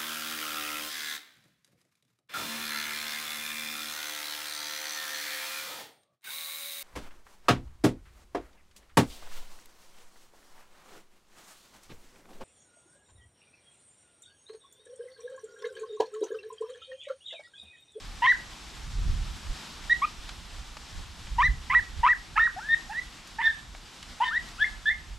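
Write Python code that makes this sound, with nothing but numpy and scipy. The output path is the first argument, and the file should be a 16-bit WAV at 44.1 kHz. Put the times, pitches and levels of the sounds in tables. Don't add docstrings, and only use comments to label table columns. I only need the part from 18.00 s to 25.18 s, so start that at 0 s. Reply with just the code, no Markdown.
import sys
import numpy as np
from scipy import signal
from scipy.io import wavfile

SR = 44100
rng = np.random.default_rng(int(sys.argv[2]) if len(sys.argv) > 2 else 0)


def magnitude_from_level(level_db):
    exponent = np.asarray(level_db, float) / 20
    return 10 ** exponent


def pcm_store(signal):
    levels = np.round(np.clip(np.atleast_2d(signal), -1, 1) * 32767)
    wavfile.write(sys.argv[1], SR, levels.astype(np.int16).T)


N = 316638


def rms_one(x):
    return x / np.sqrt(np.mean(x ** 2) + 1e-20)


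def in_time(rows):
    t_s, value = np.transpose(rows)
    return np.interp(np.arange(N) / SR, t_s, value)


def band(x, low_hz, high_hz):
    return signal.sosfilt(signal.butter(2, [low_hz, high_hz], "band", fs=SR, output="sos"), x)


def drift(rate_hz):
    hop, settling = 40, 2000
    r = np.exp(-2 * np.pi * rate_hz * hop / SR)
    noise = rng.standard_normal(N // hop + settling + 2)
    slow = signal.lfilter([1], [1, -2 * r, r * r], noise)[settling:]
    return np.interp(np.arange(N) / hop, np.arange(len(slow)), rms_one(slow))


def banded_noise(spectrum, alike, shared_db, own_db, rate_hz):
    hz, db = np.transpose(spectrum)
    edges = hz[0] * 2 ** np.arange(0, np.log2(hz[-1] / hz[0]) + .5, .5)
    likeness = alike / (1 + (edges / 11000) ** 8)
    white = rng.standard_normal((2, 2, N))
    together = drift(rate_hz)
    out = 0
    for k, (low, high) in enumerate(zip(edges, edges[1:])):
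        mid, side = band(white[k % 2], low, high)
        level_db = np.interp(np.log(low * high) / 2, np.log(hz), db)
        gain = magnitude_from_level(level_db + shared_db * together + own_db * drift(2 * rate_hz))
        stereo = np.sqrt(1 + likeness[k]) * mid + np.sqrt(1 - likeness[k]) * side * [[1], [-1]]
        out = out + gain * stereo
    return out


# t/s, level/dB
GUST_LEVEL = [(0.0, -42), (0.68, -51.5), (1.08, -23), (1.42, -47.5), (1.5, -29.5), (1.58, -51.5),
              (1.84, -43), (2.74, -45), (2.92, -48.5), (2.98, -35.5), (3.06, -44), (3.5, -33), (3.66, -45),
              (3.72, -30.5), (3.88, -46), (4.0, -30), (4.06, -45.5), (5.3, -53.5), (6.25, -51), (6.6, -45),
              (7.1, -43.5)]
# f/Hz, level/dB
RUMBLE_SPECTRUM = [(20, 3.5), (45, 9), (85, -3.5), (150, -10.5), (230, -44), (400, -59)]


def wind():
    rumble = rms_one(banded_noise(RUMBLE_SPECTRUM, 0.89, shared_db=2.5, own_db=3.5, rate_hz=6.26))
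    return rumble * magnitude_from_level(in_time(GUST_LEVEL) + [[-1.5], [1.5]])


# t/s, level/dB
REED_LEVEL = [(0, -52.5), (1.8, -50.5), (2.6, -52.5), (4.5, -54), (5.3, -53.5), (5.7, -56), (6.4, -53),
              (7.18, -57)]
# f/Hz, level/dB
REED_SPECTRUM = [(90, -8), (160, 12), (280, 6.5), (520, -2.5), (900, 6), (1600, 4), (2200, 2), (3300, 4.5),
                 (5500, 0.5), (8000, -5), (12000, -19.5), (15500, -27.5)]


def reeds():
    hiss = banded_noise(REED_SPECTRUM, 0.85, shared_db=0.9, own_db=0.6, rate_hz=6.0)
    hiss /= np.std(band(hiss, 4200, 12000))
    return hiss * magnitude_from_level(in_time(REED_LEVEL) + [[.3], [-.3]])


# t/s, peak level/dB, reference f/Hz (band f/3 to 2f), decay to 1/e before the band-pass/s
STEM_TICKS = [(2.2915, -29, 2030, .004), (2.7687, -29, 1630, .004), (3.27, -37, 1500, .005),
              (5.2734, -39, 4000, .008), (5.749, -34, 1300, .004), (6.0275, -31, 2800, .004),
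              (6.4874, -36, 2800, .012), (6.598, -33, 2200, .004)]


def stems():
    out = np.zeros(N)
    t = np.arange(SR // 10) / SR
    for t_s, peak_db, hz, decay_s in STEM_TICKS:
        noise = rng.standard_normal(len(t))
        burst = band(noise * np.exp(-t / decay_s), hz / 3, hz * 2)
        at = round(t_s * SR)
        out[at:at + len(t)] += magnitude_from_level(peak_db) * burst / np.abs(burst).max()
    return out


# delay/s, level/dB
WALL_ECHOES = [(.025, -3), (.034, -4)]


def surroundings(outgoing):
    scatter_db, scatter_t60_s, hits_per_s = -1, .36, 1200
    t = np.arange(SR // 2) / SR
    sparse = rng.standard_normal((3, len(t))) * (rng.random((3, len(t))) < hits_per_s / SR)
    shared, own = sparse[0], sparse[1:]
    scatter = (shared + 4.1 * own) * magnitude_from_level(-60 * t / scatter_t60_s) * (t > .006)
    response = magnitude_from_level(scatter_db) * scatter / np.sqrt(np.sum(scatter ** 2, axis=1)[:, None])
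    for delay_s, db in WALL_ECHOES:
        response[:, round(delay_s * SR)] += magnitude_from_level(db)
    return signal.fftconvolve(band(outgoing, 1170, 7200), response, axes=1)[:, :N]


def chest_note(t_s, length_s, first_hz, last_hz, middle, peak_db, fade_db, octave_first_db, octave_last_db):
    u = np.linspace(0, 1, num=12)
    level = peak_db + np.interp(u, [0, 0.42, 1], [-0.5, 0, -fade_db])
    v = u ** (np.log(.5) / np.log(middle))
    pitch = first_hz + (last_hz - first_hz) * v * v * (3 - 2 * v)
    octave = octave_first_db + (octave_last_db - octave_first_db) * u
    return np.c_[t_s + length_s * u, pitch, level, octave]


def whistle(t_s, length_s, first_hz, held_hz, flick_hz, first_db, last_db, octave_db):
    settle_power, arch_db = 1.7, 1
    flick_s = 0.0031 if flick_hz > held_hz else 0.0165
    flick_bend, flick_loss_db, flick_octave_loss_db = 1.3, 13, 15
    u = np.linspace(0, 1, num=12)
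    level = first_db + (last_db - first_db) * u + arch_db * np.sin(np.pi * u)
    pitch = held_hz + (first_hz - held_hz) * (1 - u) ** settle_power
    held = np.c_[t_s + length_s * u, pitch, level, octave_db + level - level.max()]
    u = u[1:]
    flick_pitch = held_hz + (flick_hz - held_hz) * u ** flick_bend
    flick = np.c_[t_s + length_s + flick_s * u, flick_pitch,
                  last_db - flick_loss_db * u ** 2, held[-1, -1] - flick_octave_loss_db * u]
    return np.r_[held, flick]


def yip(rows, hoarse, third_db, flutter):
    chest_top_hz, throat_cut_hz = 1500, 6300
    chest_scoop_s, whistle_scoop_s, lagging_fold_db = 0.0075, 0.0039, -1
    s, pitch, first_db, second_db = np.transpose(rows)
    first_hz = pitch[0]
    scoop_s = chest_scoop_s if first_hz < chest_top_hz else whistle_scoop_s
    s = np.r_[s[0] - scoop_s, s]
    t = np.arange(s[0], s[-1], 1 / SR)
    flutter = flutter[:, :len(t)]
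    pitch = np.interp(t, s, np.r_[.9 * first_hz, pitch])
    first = np.interp(t, s, np.r_[0, magnitude_from_level(first_db)])
    second = np.interp(t, s, np.r_[0, magnitude_from_level(second_db)])
    second *= np.exp(-(np.gradient(pitch) * SR / 60000) ** 2)
    second *= 1 + .4 * flutter[2]
    chest = 1 / (1 + (pitch / chest_top_hz) ** 12)
    onset = np.clip((t - s[0]) / .05, .15, 1)
    strain = hoarse * (.05 + .5 * hoarse ** 3 * (1 - chest) + chest * onset)

    steady = 2 * np.pi * np.cumsum(pitch) / SR
    phase = steady + (.03 + .2 * strain) * flutter[0]
    voice = first * np.sin(phase) + second * np.sin(2 * phase)
    for k, under_db in enumerate(third_db - np.array([0, 9, 13, 15]), start=3):
        patchy = 1 + .7 * flutter[k]
        throat = 1 / (1 + (k * pitch / throat_cut_hz) ** 6)
        chest_dulling = 1 - .65 * chest * (k * pitch > 3350)
        voice += second * patchy * magnitude_from_level(under_db) * np.sin(k * phase) * throat * chest_dulling

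    halves = .5 * first * (np.sin(1.5 * phase) * chest + np.sin(phase / 2) * (1 - chest))
    halves += second * np.sin(2.5 * phase)
    voice = voice * (1 + .3 * strain * flutter[1]) + .45 * strain * halves * (.8 + .35 * flutter[0])

    lag = 2 * np.pi * np.cumsum(np.minimum(pitch, 1.06 * first_hz)) / SR + phase - steady
    apart = chest * np.clip((pitch / first_hz - 1.1) * 10, 0, 1)
    split = first * np.sin(lag) + second * (np.sin(phase + lag) + np.sin(2 * phase - lag))
    voice += magnitude_from_level(lagging_fold_db) * hoarse * apart * split
    return s[0], np.sqrt(2) * voice * np.minimum(1, (s[-1] - t) / 0.004)


# t/s, length/s, first f/Hz, last f/Hz, mid-climb/share of length, fundamental level/dB,
# drop to the end/dB, octave level at start/dB, octave level at end/dB
CHEST_NOTES = [(0.226, 0.043, 949, 1065, 0.51, -22, -1.5, -31.5, -22),
               (2.024, 0.032, 1101, 1246, 0.36, -23, -0.5, -37, -34),
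               (3.388, 0.042, 952, 1240, 0.61, -19.5, 3, -37.5, -28.5),
               (3.704, 0.047, 1005, 1313, 0.55, -28.5, -4.5, -24.5, -38),
               (4.037, 0.05, 945, 1330, 0.55, -17.5, 5, -34, -31.5),
               (4.364, 0.02, 854, 1157, 0.68, -33.5, -18.5, -29, -22.5),
               (4.379, 0.018, 1276, 1415, 0.57, -21, -1, -35, -40),
               (4.567, 0.032, 734, 907, .6, -35.5, 2, -56, -42),
               (4.899, 0.0373, 804, 917, 0.39, -37, 7.5, -52, -39),
               (5.391, 0.034, 897, 1045, 0.58, -29.5, 13, -33.5, -29),
               (6.208, 0.041, 878, 1023, 0.29, -21.5, 8, -44, -31.5)]
# t/s, held length/s, first f/Hz, held f/Hz, f after the flick/Hz, first level/dB before the arch,
# last level/dB, octave peak level/dB
WHISTLE_NOTES = [(0.272, 0.042, 1828, 1984, 1340, -18.5, -18.5, -40),
                 (1.899, 0.033, 1835, 1931, 2034, -24.5, -15.5, -34.5),
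                 (3.431, 0.037, 1790, 2024, 1580, -21, -21.5, -40),
                 (3.751, 0.036, 1890, 1960, 1580, -15, -20.5, -47.5),
                 (4.089, 0.034, 1850, 1970, 1460, -20, -19, -52.5),
                 (4.397, 0.068, 1772, 1903, 895, -19.5, -24, -45),
                 (4.602, 0.074, 1308, 1750, 1730, -45, -39.5, -61),
                 (4.689, 0.057, 1780, 1852, 2180, -29, -17, -35.5),
                 (4.934, 0.063, 1617, 1980, 2000, -43, -26.5, -49),
                 (5.428, 0.042, 1737, 1815, 1590, -32, -19, -32),
                 (6.249, 0.04, 1844, 1808, 1804, -36.5, -28.5, -40.5),
                 (6.312, 0.068, 1250, 1948, 2100, -36.5, -22.5, -42.5),
                 (6.584, 0.042, 1294, 1732, 1730, -47.5, -17.5, -30.5),
                 (6.644, 0.0025, 1930, 2136, 2090, -16.5, -28, -53),
                 (6.859, 0.035, 1688, 1785, 1800, -27, -19.5, -32.5),
                 (6.899, 0.0244, 1890, 2135, 2030, -22.5, -33.5, -58)]
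# t/s, hoarseness/0-1, left minus right level/dB
YIP_MANNER = [(0.2, .4, 0), (1.85, 0, -1.1), (2.0, .04, 0), (3.35, .45, -.6), (3.68, .8, -2.1),
              (4.0, .65, 0), (4.35, .5, -1.5), (4.55, .08, 1.5), (4.88, .08, -3.5), (5.37, .75, -3),
              (6.18, .75, .6), (6.245, 1, .6), (6.3, .15, 1.5), (6.55, .1, 2.5), (6.84, .1, -.6)]
# sound sent to the surroundings, level/dB; third partial against the octave, level/dB
YIP_PLACE = [(-11.5, -10.5), (-13.5, -18), (-18.5, -12), (-16.5, -8), (-17.5, -21), (-16.5, -9), (-12, -14),
             (-15, -26), (-12.5, -10), (-7, -18), (-7.5, -2.5), (-11, -12), (-13, -15), (-11.5, -23),
             (-10.5, -26)]


def puppies():
    out = np.zeros((2, 2, N))
    notes = [chest_note(*row) for row in CHEST_NOTES] + [whistle(*row) for row in WHISTLE_NOTES]
    flutter = rms_one(band(rng.standard_normal((len(notes), 7, SR // 4)), 25, 220))
    yip_starts = np.array(YIP_MANNER)[:, 0]
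    for rows, shake in zip(notes, flutter):
        row = np.searchsorted(yip_starts, rows[0, 0]) - 1
        _, hoarse, pan_db = YIP_MANNER[row]
        return_db, third_db = YIP_PLACE[row]
        start_s, voice = yip(rows, hoarse, third_db, shake)
        for side, sign in enumerate((1, -1)):
            at = round(start_s * SR) + 1 - side
            out[:, side, at:at + len(voice)] += voice * magnitude_from_level([[0], [return_db]]) * magnitude_from_level(sign * pan_db / 2)
    return signal.sosfilt(signal.butter(4, 650, "high", fs=SR, output="sos"), out)


def scene():
    dogs, outgoing = puppies()
    return wind() + reeds() + stems() + surroundings(outgoing) + dogs


def band_limit(x):
    return signal.sosfilt(signal.butter(12, 15700, fs=SR, output="sos"), x)


def record(dry):
    cut = signal.sosfilt(signal.cheby2(10, 60, 15900, fs=SR, output="sos"), dry)
    return band_limit(cut)


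dry = scene()
out = record(dry)
pcm_store(out)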